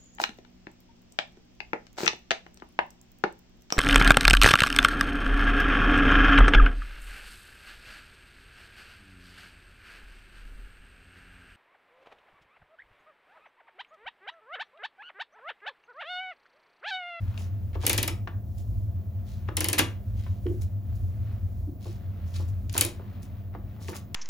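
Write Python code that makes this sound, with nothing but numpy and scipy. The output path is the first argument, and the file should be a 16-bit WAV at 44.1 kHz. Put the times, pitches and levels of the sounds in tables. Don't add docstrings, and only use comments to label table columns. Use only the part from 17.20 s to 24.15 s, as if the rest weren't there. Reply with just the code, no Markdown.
import sys
import numpy as np
from scipy import signal
from scipy.fft import rfft, irfft, next_fast_len
from scipy.io import wavfile
from scipy.ndimage import uniform_filter1d

SR = 44100
rng = np.random.default_rng(int(sys.argv[2]) if len(sys.argv) > 2 else 0)


def output_pcm(signal):
    pcm = np.clip(np.atleast_2d(signal).T, -1, 1) * 32767
    wavfile.write(sys.argv[1], SR, np.round(pcm).astype(np.int16))


N = 306495
RING = SR // 2
TOP_HZ = 16500

# f/Hz, relative level/dB
SNAP_COLOUR = [(600, -34), (3300, -12), (4900, -8.5), (6600, -8.5), (8500, -0.5), (10200, 0.5), (11000, -5),
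               (11600, 0.5), (13500, -8), (15500, -6.5), (17000, -52)]
# f/Hz, relative level/dB
HOUSING_COLOUR = [(120, -47.5), (250, -3.5), (400, 5.5), (650, -5.5), (900, -2.5), (1400, -14),
                  (3000, -73.5)]
# f/Hz, relative level/dB, unscaled t60/s
HOUSING_MODES = [(262, -6, .2), (313, -1, .24), (339, -2, .3), (472, -4, .18), (567, -6, .16),
                 (873, -6, .16), (1028, -7, .16)]


def latch():
    # t/s, snap level/dB, arm base level/dB
    notches = [(0.6652, -8, -26), (0.6953, -11.5, -22), (0.7301, -16, -29), (0.7778, -16.5, -22.5),
               (0.8285, -16.5, -27.5), (0.877, -18, -28.5), (2.3683, -13, -28), (2.4056, -16.5, -27),
               (2.443, -15.5, -27), (2.4854, -13.5, -29), (2.5295, -14.5, -25), (2.5835, -15.5, -21.5),
               (2.5902, -12, -19), (5.5785, -9.5, -29), (5.6098, -7.5, -22.5), (5.649, -18, -37),
               (6.9434, -44, -26)]
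    # f/Hz, relative level/dB
    arm_colour = [(600, -1), (1400, -4.5), (1700, -0.5), (2400, 4.5), (3700, 1), (4800, -1.5), (7000, -4),
                  (12000, -14.5), (16000, -30)]
    # f/Hz, relative level/dB, unscaled t60/s
    arm_modes = [(1345, -4, .15), (1605, -6, .22), (1968, -6, .18), (2121, -6, .18), (2470, -6, .2),
                 (3484, -12, .14), (6530, -9, .3)]
    times, snap_db, arm_db = np.transpose(notches)
    housing_db = -30.5 + 0.24 * (arm_db - arm_db.mean())
    snap = burst(times, snap_db, SNAP_COLOUR, rise_s=0.0004, t60_s=0.016)
    arm = burst(times, arm_db + 2, arm_colour, rise_s=0.0007, t60_s=0.073)
    arm_ring = ring(times, arm_db - 11, arm_modes, contact_hz=9000, t60_scale=0.38)
    housing = burst(times, housing_db, HOUSING_COLOUR, rise_s=0.008, t60_s=0.09)
    housing_ring = ring(times, housing_db - 7, HOUSING_MODES, contact_hz=3000, t60_scale=0.68)
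    return snap + rattle(times, snap_db) + bending_waves(arm + arm_ring + housing + housing_ring)


def rattle(times, levels, count=4, within_s=0.017, spread_db=1.5):
    bounces = times[:, None] + within_s * rng.random((len(times), count))
    db = levels[:, None] - 15 - spread_db * rng.uniform(-1, 1, bounces.shape)
    return burst(bounces.ravel(), db.ravel(), SNAP_COLOUR, rise_s=0.00016, t60_s=0.009)


def bending_waves(x, travel_1khz_s=0.0045):
    size = next_fast_len(N + RING)
    hz = np.fft.rfftfreq(size, 1 / SR)
    turns = travel_1khz_s * (2 * np.sqrt(1000 * hz) - hz * np.sqrt(1000 / TOP_HZ))
    return irfft(rfft(x, size) * np.exp(-2j * np.pi * turns), size)[:, :N]


def knocks():
    # t/s, centre f/Hz, shell base level/dB, housing level/dB
    blows = [(0.5547, 600, -31, -39), (0.634, 760, -30.5, -38), (0.643, 450, -41.5, -36),
             (0.8787, 1000, -26.5, -40.5), (1.073, 1150, -26, -44.5), (2.286, 900, -25.5, -38.5),
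             (2.5795, 2300, -18.5, -41), (2.593, 1550, -16.5, -24), (2.602, 540, -27.5, -32.5),
             (3.064, 1150, -38.5, -69), (4.656, 330, -54.5, -40), (5.198, 600, -57, -41),
             (5.551, 734, -24.5, -50), (5.564, 850, -23.5, -60), (5.795, 650, -51, -43),
             (6.348, 720, -31.5, -42.5), (6.687, 1200, -44, -34.5)]
    times, _, _, housing_db = np.transpose(blows)
    out = burst(times, housing_db, HOUSING_COLOUR, rise_s=0.0012, t60_s=0.11)
    out += ring(times, housing_db - 5, HOUSING_MODES, contact_hz=1600, t60_scale=0.5)
    for start, hz, db, _ in blows:
        out += burst([start], [db - 2], contact_colour(hz), rise_s=0.0011, t60_s=0.04)
        out += ring([start], [db - 9], shell_modes(hz), contact_hz=2 * hz, t60_scale=0.5)
    return out


def contact_colour(hz):
    return [(hz / 3, -11), (hz, 0), (2 * hz, -9), (4 * hz, -26), (10 * hz, -48)]


def shell_modes(hz):
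    # f/Hz, relative level/dB, unscaled t60/s
    modes = [(860, -1, .11), (1136, -2, .1), (1350, -1, .12), (1750, -4, .11), (2200, -5, .1)]
    return [(f, db + at(contact_colour(hz), f), t60) for f, db, t60 in modes]


def ticks():
    # t/s, centre f/Hz, level/dB
    touches = [(0.176, 2500, -35), (3.265, 1300, -35), (5.495, 4000, -34.5), (5.527, 10170, -34.5),
               (5.565, 2500, -32), (6.683, 2370, -33.5)]
    return sum(burst([start], [db], contact_colour(hz), rise_s=0.0008, t60_s=0.022)
               for start, hz, db in touches)


def bumps(sag=0.12):
    # t/s, length/s, f/Hz, level/dB
    pushes = [(3.256, .02, 335, -23.5), (3.283, .046, 330, -32.5), (4.468, .04, 275, -37.5)]
    out = np.zeros((2, N))
    for start, length, hz, db in pushes:
        along = np.linspace(0, 1, int(length * SR))
        judder = 0.16 * unit(uniform_filter1d(rng.standard_normal(len(along)), size=150))
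        phase = 2 * np.pi * np.cumsum(hz * (1 + judder - sag * (along - 0.5))) / SR
        swell = np.sin(np.pi * along)
        add(out, start, amp(db) * (swell * np.sin(phase))[None])
    return out


def creaks(slips_per_s=220, jitter=0.26, scatter_db=3, build_db=6):
    # t/s, length/s, level at the end/dB, centre f/Hz
    scuffs = [(0.178, .035, -47, 600), (0.532, .025, -42, 2100), (2.279, .014, -38, 1700),
              (5.141, .03, -39, 4000), (6.331, .018, -43, 1100), (6.585, .035, -48, 700),
              (6.726, .033, -34.5, 1200)]
    out = np.zeros((2, N))
    for start, length, db, hz in scuffs:
        gap_chance, level_chance = rng.standard_normal((24, 2)).T
        offsets = (np.cumsum(1 + jitter * gap_chance) - 1) / slips_per_s
        levels = db + scatter_db * level_chance + build_db * (offsets / length - 1)
        inside = offsets < length
        times, levels = start + offsets[inside], levels[inside]
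        out += burst(times, levels, contact_colour(hz), rise_s=0.0006, t60_s=0.016)
        out += ring(times, levels - 7, shell_modes(hz), contact_hz=2 * hz, t60_scale=0.4)
    return out


def rubs(flick_hz=9100, octave_s=0.2):
    # t/s, length/s, level/dB
    strokes = [(0.163, 0.13, -52), (0.597, 0.3, -39), (1.367, 0.073, -56), (2.041, 0.22, -59.5),
               (2.929, 0.31, -59), (3.407, 0.052, -50.5), (3.748, 0.036, -60), (4.597, 0.21, -54.5),
               (5.051, 0.118, -59.5), (5.125, 0.15, -51), (5.276, 0.044, -56), (5.516, 0.21, -37.5),
               (6.016, 0.06, -54), (6.595, 0.147, -53), (6.669, 0.082, -46.5), (6.741, 0.066, -42)]
    out, t = np.zeros((2, N)), np.arange(RING) / SR
    for start, length, db in strokes:
        centre_hz = flick_hz * 0.5 ** (length / octave_s)
        swell = np.interp(t, [0, length / 4, length], [0, 1, 0])
        add(out, start, amp(db) * swell * friction(centre_hz, RING, grain_db=4))
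    return out


def handling(centre_hz=1250):
    # t/s, level/dB
    trend = [(0.1, -59.5), (0.45, -66.5), (1.25, -83.5), (2.0, -66), (3.401, -72.5), (4.15, -65),
             (4.5, -79.5), (4.75, -65.5), (5.25, -60), (5.42, -70.5), (5.95, -58.5), (6.3, -68.5),
             (6.5, -67.5)]
    db = np.interp(np.arange(N) / SR, *np.transpose(trend)) + 2 * waver(per_s=11)
    return amp(db) * friction(centre_hz, N, grain_db=3)


def friction(hz, size, grain_db):
    slips = amp(grain_db * rng.standard_normal(size // 50 + 1))
    grains = unit(uniform_filter1d(np.repeat(slips, 50)[:size], size=30))
    return grains * noise([(hz / 16, -22), (hz / 3, -5), (hz, 0), (3 * hz, -11), (6 * hz, -26)], size)


def kitchen(x, gap_s=0.0036, build_s=0.0083):
    # f/Hz, t60/s
    room_t60 = [(200, .31), (2500, .29), (6000, .23), (11000, .23), (16000, .1)]
    t, hz = np.arange(SR) / SR, np.fft.rfftfreq(SR, 1 / SR)
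    echoes = rfft(noise([(100, 9), (400, 5.5), (2500, 3), (6000, 1.5), (10000, -0.5), (16000, 6)], SR))
    octaves = np.geomspace(125, 16000, 8)
    tail = np.zeros((2, SR))
    for centre, weights in zip(octaves, np.eye(len(octaves))):
        band = irfft(echoes * at(np.c_[octaves, weights], hz), SR)
        tail += band * decay(t, at(room_t60, centre))
    tail *= np.clip((t - gap_s) / build_s, 0, 1)
    return signal.fftconvolve(x.mean(axis=0)[None], unit(tail) / np.sqrt(SR), axes=1)[:, :N]


def room_tone(waver_db=1.5, hum_hz=200):
    # f/Hz, relative level/dB
    rumble_colour = [(20, -51), (38, -25.5), (52, 3.5), (68, -10), (84, 7.5), (91, 11), (108, 5.5),
                     (128, -25), (220, -58.5)]
    # t/s, level/dB
    trend = [(0.1, -30), (1.1, -33), (1.6, -30.5), (2.7, -34), (3.3, -27.5), (4.3, -30), (4.6, -35),
             (5.25, -30.5), (5.95, -38.5), (6.45, -36), (6.9, -43.5)]
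    # f/Hz, relative level/dB
    air_colour = [(60, -10), (150, -1), (230, -5), (320, -13), (450, -21), (690, -16), (830, -28),
                  (1150, -34), (1600, -44), (4000, -53), (12000, -54), (15300, -30), (16300, -50)]
    t = np.arange(N) / SR
    rumble = noise(rumble_colour, N)
    rumble /= np.sqrt(uniform_filter1d(np.mean(rumble ** 2, axis=0), size=SR // 5))
    strength = amp(np.interp(t, *np.transpose(trend)) + waver_db * waver(per_s=5))
    hum = amp(-50) * np.sin(2 * np.pi * hum_hz * t)
    air = amp(-47) * noise(air_colour, N)
    fade_in = np.minimum(t / 0.01, 1)
    return (rumble * strength + hum + air) * fade_in


def burst(times, levels, colour, rise_s, t60_s, sameness=0.12):
    out, t = np.zeros((2, N)), np.arange(RING // 2) / SR
    envelope = (1 - np.exp(-(t / rise_s) ** 2)) * decay(t, t60_s)
    common = np.sqrt(sameness) * noise(colour, len(t))
    for start, db in zip(times, levels):
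        fresh = np.sqrt(1 - sameness) * noise(colour, len(t))
        add(out, start, amp(db) * envelope * (common + fresh))
    return out


def ring(times, levels, modes, contact_hz, t60_scale, spot_db=4, rise_s=0.0051):
    out, t = np.zeros((2, N)), np.arange(RING) / SR
    hz, mode_db, t60 = np.transpose(modes)[:, :, None]
    strength = amp(mode_db) / (1 + (hz / contact_hz) ** 4)
    envelope = (1 - np.exp(-t / rise_s)) * decay(t, t60 * t60_scale)
    waves = strength * envelope * np.exp(2j * np.pi * hz * t)
    for start, db in zip(times, levels):
        gains = amp(db + spot_db * rng.uniform(-1, 1, hz.shape))
        phases = np.exp(2j * np.pi * rng.random(hz.shape))
        add(out, start, (gains * phases * waves).imag.sum(axis=0)[None])
    return out


def noise(colour, size):
    # f/Hz, correlation/0-1
    likeness = [(100, .97), (300, .9), (700, .65), (3000, .6), (6500, .6), (9000, .85)]
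    hz = np.fft.rfftfreq(size, 1 / SR)
    alike = at(likeness, hz)
    spectra = rfft(rng.standard_normal((2, size))) * amp(at(colour, hz))
    mid, side = spectra * np.sqrt([1 + alike, 1 - alike])
    return unit(irfft([mid + side, mid - side], size))


def waver(per_s):
    return 1.2 * np.interp(np.arange(N) / SR * per_s, np.arange(100), rng.standard_normal(100))


def decay(t, t60_s):
    return np.exp(-np.log(1000) * t / t60_s)


def amp(db):
    return 10 ** (np.asarray(db) / 20)


def at(table, hz):
    f, value = np.transpose(table)
    return np.interp(np.log(np.maximum(hz, 1)), np.log(f), value)


def unit(x):
    return x / np.sqrt(np.mean(x ** 2))


def add(out, start_s, x):
    i = max(int(start_s * SR), 0)
    out[:, i:i + x.shape[1]] += x[:, :max(N - i, 0)]


def scene():
    grill = latch() + knocks() + ticks() + bumps() + creaks() + rubs() + handling()
    return grill + amp(-8.8) * kitchen(grill) + room_tone()


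def record(dry):
    # f/Hz, left lead/rad
    port_phase = [(340, -.5), (700, 1.2), (1800, .7), (2900, 1.1), (7000, -.2), (8300, -3.3), (11600, -7),
                  (15500, -12.6)]
    # f/Hz, left minus right/dB
    port_balance = [(100, .8), (300, -1), (650, -3.5), (1300, 1.5), (2400, 3.5), (4400, 2.5), (8000, .3)]
    size = next_fast_len(N + RING)
    hz = np.fft.rfftfreq(size, 1 / SR)
    left = amp(at(port_balance, hz) / 2) * np.exp(0.5j * at(port_phase, hz))
    ports = irfft(rfft(dry, size) * np.array([left, 1 / left]), size)[:, :N]
    return signal.sosfilt(signal.ellip(8, 0.2, 70, TOP_HZ, fs=SR, output="sos"), ports)


dry = scene()
out = record(dry)
output_pcm(out)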